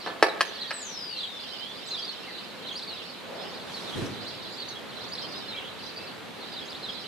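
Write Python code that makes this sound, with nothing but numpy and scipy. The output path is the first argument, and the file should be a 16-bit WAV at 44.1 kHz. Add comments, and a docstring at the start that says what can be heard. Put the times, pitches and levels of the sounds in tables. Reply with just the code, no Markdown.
"""Above the tiled roofs of a village, sparrows chirp from start to end over a wash of distant air.
First something hard, like a wooden shutter and its latch, knocks and clacks close by, echoing off walls.
Then one bird gives a long falling whistle; like the sparrows' calls, it is a trembling near-sine tone.
After three seconds comes a dull scuff, and near four a gust buffets the microphone with lumpy noise.
The sparrows cheep on to the end, with a far flock twittering behind them."""
import sys
import numpy as np
from scipy import signal
from scipy.fft import rfft, irfft, next_fast_len
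from scipy.io import wavfile
from scipy.ndimage import uniform_filter1d, minimum_filter1d, map_coordinates

SR = 44100
rng = np.random.default_rng(int(sys.argv[2]) if len(sys.argv) > 2 else 0)


def wrap_up_sound(samples):
    """Save the sound to the file named by the first command line argument, as 16-bit audio."""
    columns = np.atleast_2d(samples).T
    # keep every value between -1 and 1, then stretch to whole-number steps
    tamed = np.clip(columns, -1, 1)
    steps = np.round(tamed * 32767).astype(np.int16)
    wavfile.write(sys.argv[1], SR, steps)


N = 311787
TIME = np.arange(N) / SR


def amp(db):
    """Decibels to gain."""
    return 10 ** (np.asarray(db) / 20)


def unit_rms(x):
    """Normalises to rms 1."""
    return x / np.sqrt(np.mean(x ** 2) + 1e-20)


def at_hz(points, hz):
    """Reads breakpoints on a log-frequency axis."""
    f, value = np.transpose(points)
    return np.interp(np.log(hz + 1), np.log(f), value)


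def automation(points):
    """Reads time breakpoints at every sample."""
    return np.interp(TIME, *np.transpose(points))


def add(mix, s, sound):
    """Mixes a sound in at time s."""
    part = mix[..., max(round(s * SR), 0):][..., :sound.shape[-1]]
    part += sound[..., :part.shape[-1]]


def wander(size, hz):
    """A smooth random modulator of rms near 1, passing through hz random values a second."""
    knots = rng.standard_normal(1024)
    coarse = map_coordinates(knots, [np.arange(0, size + 16, 16) * hz / SR], order=3, mode="wrap")
    return np.interp(np.arange(size) / 16, np.arange(len(coarse)), coarse)


def panned(x, pan_db, lag_samples_per_db=1.46):
    """A source to one side reaches the far ear softer and later; positive pan is left."""
    offsets = np.arange(-8, 9)
    fractional_delay = np.sinc(offsets + lag_samples_per_db * pan_db) * np.hanning(len(offsets))
    left = np.convolve(x, fractional_delay, "same")
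    return np.array([left * amp(pan_db / 2), x * amp(-pan_db / 2)])


def impulse(spectrum, size=2048):
    """The tightest (minimum-phase) click with a given spectrum, at peak 1."""
    log_gain = np.log(amp(at_hz(spectrum, abs(np.fft.fftfreq(size, 1 / SR)))))
    pulse = np.fft.ifft(np.exp(np.conj(signal.hilbert(log_gain)))).real
    return pulse / abs(pulse).max()


# Reverb time of the streets: f/Hz, t60/s
STREET_DECAY = [(100, 0.88), (400, 1.5), (700, 1.02), (2000, 1.2), (4500, 0.41), (9000, 0.42), (15000, 0.2)]


def street_reverb(x, near_t60, far_db, shared):
    """Dense scatter from nearby tiles and a long weak tail from the streets, partly alike in both ears."""
    noise = rng.standard_normal((3, SR))
    hz, t, bands = signal.stft(noise[:2] + shared * noise[2], SR, nperseg=256)
    tiles = amp(-60 * t / near_t60)
    streets = amp(far_db - 60 * t / at_hz(STREET_DECAY, hz)[:, None])
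    attack = 1 - np.exp(-t / .0029)
    response = signal.istft(bands * (tiles + streets) * attack, SR, nperseg=256)[1]
    return signal.fftconvolve(x[None], response / np.linalg.norm(response[0]), axes=1)[:, :N]


# Stereo image of the noise layers: f/Hz, left-right correlation
NOISE_CORRELATION = [(30, 0.67), (130, 0.35), (260, -0.052), (370, 0.56), (500, 0.38), (1000, 0.55),
                     (2000, 0.4), (4000, 0.52), (8000, 0.21), (14000, 0.1)]


def stereo_noise(spectrum):
    """Wide noise with a given EQ curve, at rms 1."""
    size = next_fast_len(N)
    hz = np.fft.rfftfreq(size, 1 / SR)
    left, independent = rfft(rng.standard_normal((2, size)))
    correlation = at_hz(NOISE_CORRELATION, hz)
    right = correlation * left + np.sqrt(1 - correlation ** 2) * independent
    return unit_rms(irfft(np.array([left, right]) * amp(at_hz(spectrum, hz)), size)[:, :N])


# EQ of the air bed: f/Hz, level/dB
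AIR_EQ = [(15, -57), (25, -38), (94, -8), (141, -4.5), (188, 1.5), (252, 3.5), (304, -1.5), (517, 2),
          (606, -1.5), (833, -2.5), (2060, -6.5), (4000, -8.5), (5640, -20.5), (13200, -28.5),
          (14300, -28.5)]
# Breeze contour, which the bed follows at about half depth: t/s, level/dB
BREEZE = [(.9, -51), (1.2, -54), (1.86, -49.5), (3.2, -49), (3.36, -42.5), (3.62, -44.5), (3.93, -39),
          (4.15, -44), (4.5, -48), (4.9, -44.5), (5.5, -45), (5.8, -46.5), (7.07, -47)]


def distant_air(level_db=-41.5, rest_db=-47, depth=.51, flicker_db=.63):
    """A steady hiss whose low body swells with the breeze."""
    noise = stereo_noise(AIR_EQ)
    body = signal.sosfiltfilt(signal.butter(2, 2200, fs=SR, output="sos"), noise)
    hiss = noise - body
    swell = amp(depth * (automation(BREEZE) - rest_db) + flicker_db * wander(N, 18))
    return amp(level_db) * (hiss + body * swell) * amp([[-.4], [.4]])


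# EQ of the scuff: f/Hz, level/dB
SCUFF_EQ = [(150, -30), (400, 2), (620, 8), (1000, -7), (1800, -34), (5000, -40)]
# Envelope of the scuff: t/s, level/dB
SCUFF_ENVELOPE = [(3.2, -92), (3.3, -42), (3.42, -41), (3.5, -48), (3.62, -85)]


def scuff():
    """A brief, dull rub of midrange noise just before the gust."""
    return stereo_noise(SCUFF_EQ) * amp(automation(SCUFF_ENVELOPE))


# EQ of the wind buffet: f/Hz, level/dB
BUFFET_EQ = [(20, -24), (60, -14), (110, 2.5), (180, -1), (300, 2), (500, -9.5), (1000, -21), (3000, -21.5),
             (7000, -31.5), (11000, -36), (14000, -49)]
# Envelope of the buffet: t/s, relative level/dB
BUFFET_ENVELOPE = [(3.3, -70), (3.65, -63), (3.92, -58), (3.97, -33), (4.065, -33), (4.09, -39.5),
                   (4.16, -43), (4.3, -51), (4.6, -56)]
# EQ of the airy rustle on top: f/Hz, level/dB
RUSTLE_EQ = [(1500, -39), (5000, 3), (7500, -4), (11500, -7.5), (14000, -22)]
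# Envelope of the rustle: t/s, level/dB
RUSTLE_ENVELOPE = [(3.5, -83), (3.72, -52), (3.85, -53.5), (3.97, -52), (4.1, -66), (4.3, -85)]


def gust(buffet_gain_db=1, lumps_db=2):
    """Lumpy turbulence on the microphone ports under a smooth rustle."""
    noise = stereo_noise(BUFFET_EQ)
    lows = signal.sosfiltfilt(signal.butter(2, 600, fs=SR, output="sos"), noise)
    lumpy = noise - lows + lows * amp(lumps_db * wander(N, 70))
    buffet = lumpy * amp(buffet_gain_db + automation(BUFFET_ENVELOPE))
    rustle = stereo_noise(RUSTLE_EQ) * amp(automation(RUSTLE_ENVELOPE))
    return buffet + rustle


def syrinx(hz, jitter, flutter_db, octave_db, tremble_cap_hz=100):
    """A bird's voice: a fluttering sine with a weak octave, trembling by a share (jitter) of its pitch."""
    tremble = np.minimum(jitter * hz, tremble_cap_hz) * wander(len(hz), 420)
    phase = 2 * np.pi * np.cumsum(hz + tremble) / SR
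    tone = np.sin(phase) + amp(octave_db) * np.sin(2 * phase)
    return tone * np.sqrt(2) * amp(flutter_db * wander(len(hz), 230))


def bird_note(length, pitches, jitter):
    """A short note arching through three pitches: wide sweeps are clean and strong, flat notes raspy."""
    progress = np.linspace(0, 1, max(round(length * SR), 64))
    hz = np.polyval(np.polyfit([0, .5, 1], pitches, 2), progress)
    sweep = min(np.ptp(hz) / 1000, 1)
    rasp = 1 + .5 * (1 - sweep) * wander(len(hz), 800)
    tone = syrinx(hz, jitter * (1 - .6 * sweep), flutter_db=1.5, octave_db=-30)
    return tone * rasp * signal.windows.tukey(len(hz), .3) * amp(3 * sweep - 2)


# Bouts of twitter in the far flock: centre t/s, length/s, f/Hz, relative level/dB
FLOCK_BOUTS = [(0.033, 0.094, 3980, -43.5), (0.59, 0.25, 4120, -44.5), (.92, 0.64, 4085, -47.5),
               (1.205, .1, 3907, -40.5), (1.517, 0.26, 4305, -41.5), (1.997, 0.35, 4165, -41),
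               (2.385, 0.25, 3782, -46.5), (2.685, 0.13, 3596, -44.5), (3.027, 0.27, 3815, -44.5),
               (3.466, 0.21, 4396, -45.5), (3.86, 0.27, 3830, -44), (4.25, 0.24, 4106, -44.5),
               (4.557, 0.34, 4180, -45.5), (5.032, 0.13, 4296, -43.5), (5.233, 0.064, 4095, -39.5),
               (5.38, 0.19, 4392, -43), (5.598, 0.19, 2934, -45), (5.865, .12, 4180, -43.5),
               (6.06, 0.15, 4010, -48.5), (6.553, 0.29, 4062, -46.5), (6.982, 0.29, 4187, -44)]


def far_flock(chirps_per_s=150, centre_hz=3900, gain_db=2, lull_db=-74):
    """Distant chirps from a small repertoire, blurred by the streets into a twitter that comes in bouts."""
    count = 120
    reach, sweep, spread = .52, .17, .17  # in natural-log pitch about the centre
    repertoire, pitches = [], np.linspace(-reach, reach, count)
    for pitch, stretch, bends in zip(pitches, rng.random(count), rng.standard_normal((count, 3))):
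        glide = reach * np.tanh((pitch + sweep * bends) / reach)
        air_loss_db = -45 * max(glide[1] - .15, 0)  # the air swallows the highest chirps first
        chirp = bird_note(.0203 + .0299 * stretch, centre_hz * np.exp(glide), jitter=.024)
        repertoire.append(chirp * amp(air_loss_db))
    bout_s, _, bout_hz, _ = np.transpose(FLOCK_BOUTS)
    chirps = np.zeros(N)
    for k, (late, stray) in enumerate(zip(rng.random(1800), rng.standard_normal(1800))):
        s = (k + late) / chirps_per_s
        pitch = np.log(np.interp(s, bout_s, bout_hz) / centre_hz) + spread * stray
        add(chirps, s, repertoire[np.argmin(abs(pitches - pitch))])
    direct = amp(-4) * panned(chirps, pan_db=-3.5)
    wet = street_reverb(chirps, near_t60=.064, far_db=-49, shared=.56) * amp([[-1], [.8]])
    power = amp(lull_db) ** 2
    for s, length, _, db in FLOCK_BOUTS:
        power += amp(db) ** 2 * np.exp(-(2 * (TIME - s) / length) ** 2)
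    return unit_rms(direct + wet) * amp(gain_db) * np.sqrt(power)


# Resonances of the wood: f/Hz, level/dB, t60/s
WOOD_MODES = [(367, -8, .1), (520, 0, .05), (600, -3, .035), (668, 0, .075), (875, -7, .04),
              (1050, -10, .06), (1300, -3, .04), (1553, -6, .06), (1755, 0, .07), (2220, -10, .05),
              (2376, -15, .06), (2550, -8, .05), (3100, -13, .04), (4130, -11, .04), (4450, -9, .025),
              (4850, -8, .04), (5400, -9, .027)]
# EQ of a hit's transient: f/Hz, level/dB
TICK_EQ = [(100, -12.5), (400, 2), (1500, -4.5), (2700, -6), (3600, -16), (4700, -6.5), (6000, -15.5),
           (7500, -24), (9000, -16.5), (14000, -23.5)]
# Shutter and latch hits: t/s, relative level/dB, high-cut f/Hz, low-cut f/Hz, echo send/dB
SHUTTER_HITS = [(0.0629, -15, 1390, 250, -2), (.074, -14.5, 1180, 245, -7), (0.102, -23, 595, 200, 5),
                (0.2262, 4.5, 1890, 333, -9.5), (0.2299, -3.5, 6030, 1450, -9), (.408, -3, 3030, 890, -30),
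                (0.413, -3, 5800, 1760, -10.5), (0.7076, -11, 2920, 1120, -8),
                (0.7131, -15.5, 3020, 1230, -30)]
# Slapback off the walls: delay t/s, relative level/dB
WALL_SLAPS = [(.0065, -6), (.016, 2), (.0225, -33), (.039, -2), (.043, -25), (.058, -7)]


def shutter(gain_db=-6, tick_db=6, rattle_db=-4, ring_db=-10.5, rattle_t60=.043, walls_db=-3):
    """Each blow ticks, rattles and rings the wood with its own brightness: dull knocks, then clacks."""
    t = np.arange(SR // 4) / SR
    ring = sum(amp(db - 60 * t / t60) * (-1) ** k * np.sin(2 * np.pi * hz * t)
               for k, (hz, db, t60) in enumerate(WOOD_MODES))
    tick = impulse(TICK_EQ)
    direct, send = np.zeros(N), np.zeros(N)
    for s, db, high_cut_hz, low_cut_hz, send_db in SHUTTER_HITS:
        rattle = unit_rms(signal.fftconvolve(rng.standard_normal(len(t)), tick)[:len(t)])
        blow = rattle * amp(rattle_db - 60 * t / rattle_t60) + amp(ring_db) * ring
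        add(blow, 0, amp(tick_db) * tick)
        blow = signal.lfilter(*signal.butter(1, high_cut_hz, fs=SR), amp(gain_db + db) * blow)
        blow = signal.lfilter(*signal.butter(2, low_cut_hz, "high", fs=SR), blow)
        add(direct, s, blow)
        add(send, s, blow * amp(send_db))
    out = panned(direct, pan_db=1) + street_reverb(send, near_t60=.14, far_db=-6.5, shared=.83)
    for k, (delay, db) in enumerate(WALL_SLAPS):
        add(out, delay, amp(walls_db + db) * panned(send, pan_db=2 * (-1) ** k))
    return out


# Contour of the long whistle: t/s, f/Hz, relative level/dB
WHISTLE_CONTOUR = [(.725, 8360, -45), (.793, 7510, -46.5), (.881, 6140, -46), (.971, 5251, -42),
                   (1.123, 4563, -41), (1.221, 4050, -47), (1.325, 3637, -43), (1.469, 3200, -53),
                   (1.59, 2960, -43.5), (1.7, 3440, -40), (1.735, 3620, -50)]


def whistling_bird(gain_db=-2.5, quaver=.007, waver_db=2.5):
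    """One slow whistle that falls more than an octave and lifts at the end, crossing left to right."""
    s, hz, db = np.transpose(WHISTLE_CONTOUR)
    t = np.arange(s[0], s[-1], 1 / SR)
    pitch = np.interp(t, s, hz) * (1 + quaver * wander(len(t), 130))
    octave_db = -23 - .014 * abs(pitch - 4100)  # the octave peaks as the pitch passes 4100 Hz
    tone = syrinx(pitch, jitter=.0085, flutter_db=4.5, octave_db=octave_db)
    envelope = amp(gain_db + np.interp(t, s, db) + waver_db * wander(len(t), 49.3))
    whistle = np.zeros(N)
    add(whistle, s[0], tone * envelope * signal.windows.tukey(len(t), .03))
    pan_db = automation([(.8, 8), (1.33, 8), (1.6, -9)])
    direct = whistle * amp([pan_db / 2, -pan_db / 2])
    return direct + street_reverb(whistle, near_t60=.31, far_db=-27, shared=.33)


# Single chips and thin piping notes: t/s, length/s, f/Hz, glide/share of pitch, relative level/dB
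CHIP_CUES = [(0, .035, 4400, -.25, -44), (0.285, 0.023, 4000, -0.12, -34), (.45, 0.051, 6270, -0.12, -50),
             (.566, 0.31, 1837, -0.13, -50.5), (.615, 0.024, 4030, -0.18, -34),
             (1.102, 0.077, 2855, -0.097, -45.5), (1.86, 0.027, 7600, .18, -52),
             (1.88, 0.03, 6350, 0.15, -49), (2.021, 0.038, 4710, 0.13, -37.5),
             (2.077, 0.029, 4340, -0.064, -35.5), (2.22, 0.049, 2770, 0, -45),
             (2.272, 0.047, 1980, -0.26, -45), (2.379, 0.019, 4050, 0.3, -42),
             (2.451, 0.1, 4200, -0.3, -55), (2.895, 0.079, 2780, -0.18, -49.5),
             (3.095, 0.018, 4430, -0.033, -43), (3.389, 0.054, 5200, 0.092, -49),
             (3.425, 0.039, 2840, 0, -48), (3.674, 0.055, 3340, -0.31, -52),
             (3.734, 0.056, 4200, -0.21, -40.5), (4.06, 0.0094, 5560, 0.23, -43),
             (4.493, 0.1, 7200, .06, -57), (4.569, 0.054, 4440, 0, -40), (4.619, 0.018, 4010, -0.13, -33),
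             (4.68, .023, 6300, -0.012, -44.5), (5.215, .045, 3190, -.03, -42),
             (5.226, 0.14, 4970, 0.011, -48.5), (5.346, 0.05, 5040, -0.056, -43.5),
             (5.534, 0.078, 2330, -0.095, -46), (5.593, 0.033, 2820, 0, -45.5),
             (5.646, 0.047, 3330, -.06, -45), (5.786, 0.044, 4270, -0.25, -48.5),
             (5.959, 0.033, 4650, .04, -39), (5.98, 0.076, 2670, 0.017, -49.5),
             (6.068, 0.015, 4620, -0.072, -44), (6.406, 0.049, 4000, -0.23, -45.5),
             (6.519, 0.032, 4740, -0.05, -43), (6.867, 0.084, 5100, 0.023, -51),
             (7.035, 0.059, 3040, 0.013, -47)]


def chips(sag=.025):
    """Single gliding notes, arched because both ends sag by a small share of the pitch."""
    for s, length, hz, glide, db in CHIP_CUES:
        bend = np.array([1 - glide / 2 - sag, 1, 1 + glide / 2 - sag])
        yield s, db, bird_note(length, hz * bend, jitter=.022)


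# Warbled notes: t/s, length/s, f/Hz, relative level/dB
WARBLE_CUES = [(0.05, 0.069, 3800, -44), (0.526, 0.19, 3940, -43), (4.4, .08, 3940, -48),
               (4.866, 0.18, 3785, -48)]


def warbles(vibrato_hz=15.9, depth=.167):
    """Notes with a wide, even vibrato that starts from the bottom of its swing."""
    for s, length, hz, db in WARBLE_CUES:
        t = np.arange(0, length, 1 / SR)
        pitch = hz * (1 - depth * np.cos(2 * np.pi * vibrato_hz * t))
        tone = syrinx(pitch, jitter=.007, flutter_db=2, octave_db=-45)
        yield s, db, tone * signal.windows.tukey(len(t), .2)


# Zigzag of one chirrup: t/s from its start, f/Hz, relative level/dB
CHIRRUP_CONTOUR = [(0, 3273, -20), (.012, 4170, 10), (.02, 4716, 9), (.033, 5045, 10.5), (.038, 5740, 7.5),
                   (.043, 4620, 0), (0.052, 4104, 16.5), (0.052, 4670, -6), (.058, 3660, 10),
                   (.066, 3267, -26), (.076, 3500, 8.5), (.092, 4800, 11.5), (.106, 3250, -2)]
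# Chirrups: t/s, relative level/dB, pitch ratio
CHIRRUP_CUES = [(2.744, -46, .99), (3.525, -55, .98), (4.256, -52.5, 0.93), (5.104, -47.5, 0.98),
                (6.673, -50, 0.95)]


def chirrups(flick_lead_s=.019, flick_hz=(6280, 6570, 7100), flick_db=-5):
    """Each call is a high flick, then a quick zigzag in pitch."""
    contour_s, hz, contour_db = np.transpose(CHIRRUP_CONTOUR)
    t = np.arange(0, contour_s[-1], 1 / SR)
    for s, db, ratio in CHIRRUP_CUES:
        zigzag = syrinx(ratio * np.interp(t, contour_s, hz), jitter=.0019, flutter_db=3, octave_db=-23)
        yield s - flick_lead_s, db + flick_db, bird_note(.024, flick_hz, jitter=.02)
        yield s, db, zigzag * amp(np.interp(t, contour_s, contour_db))


# Cheeps: t/s, length/s, top f/Hz, relative slur level/dB, relative pip level/dB
CHEEP_CUES = [(1.16, .1, 4290, -37, -34), (1.905, .1, 4250, -35, -33.5), (2.665, 0.062, 4190, -39.5, -32.5),
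              (2.867, 0.14, 4550, -41.5, -46), (3.855, 0.097, 4280, -46, -40),
              (4.678, .105, 4540, -42, -41), (5.48, .115, 4270, -40, -39), (6.562, 0.072, 4080, -37.5, -40),
              (6.825, 0.084, 4270, -39, -34)]


def cheeps(slur_share=.58, pip_share=.3, slur_bend=(1, .925, .8), pip_hz=(3170, 3350, 3070)):
    """Each call slurs down from its top pitch, breaks, then ends on a pip at the bottom of the voice."""
    for s, length, top_hz, slur_db, pip_db in CHEEP_CUES:
        yield s, slur_db, bird_note(slur_share * length, top_hz * np.array(slur_bend), jitter=.035)
        yield s + (1 - pip_share) * length, pip_db, bird_note(pip_share * length, pip_hz, jitter=.022)


# The sparrows drift just right of centre as the microphone turns: t/s, left minus right level/dB
SPARROW_PAN = [(0, -1), (2.7, -0.5), (5, -1.5), (7, -0.5)]


def sparrows(near_db=-37, direct_db=-.5, wet_db=-5.5, distance_slope=.031):
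    """Sparrow calls whose notes alternate between two street reverbs; fainter notes are a little wetter."""
    direct, reverb_sends = np.zeros((2, N)), np.zeros((2, N))
    for k, (s, db, note) in enumerate([*cheeps(), *chirrups(), *warbles(), *chips()]):
        pan_db = np.interp(s, *np.transpose(SPARROW_PAN))
        distance_db = distance_slope * min(db - near_db, 0)
        add(direct, s, panned(note, pan_db) * amp(db + distance_db))
        add(reverb_sends[k % 2], s, note * amp(db))
    wet = sum(street_reverb(send, near_t60=.2, far_db=-22, shared=.6) for send in reverb_sends)
    return amp(direct_db) * direct + amp(wet_db) * wet * amp([[-1], [.8]])


def scene():
    """Birds and shutter over the air bed, the scuff and the gust."""
    birds = sparrows() + whistling_bird() + far_flock()
    return birds + shutter() + distant_air() + scuff() + gust()


def record(dry, high_cut_hz=14400):
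    """Master chain: a fast limiter holds peaks at full scale, then a steep high cut."""
    needed_gain = 1 / np.maximum(abs(dry).max(0), 1)
    smooth_gain = uniform_filter1d(minimum_filter1d(needed_gain, size=200), size=200)
    high_cut = signal.firwin(511, high_cut_hz, window=("kaiser", 9), fs=SR)
    return signal.oaconvolve(dry * smooth_gain, high_cut[None], "same")


dry = scene()
out = record(dry)
wrap_up_sound(out)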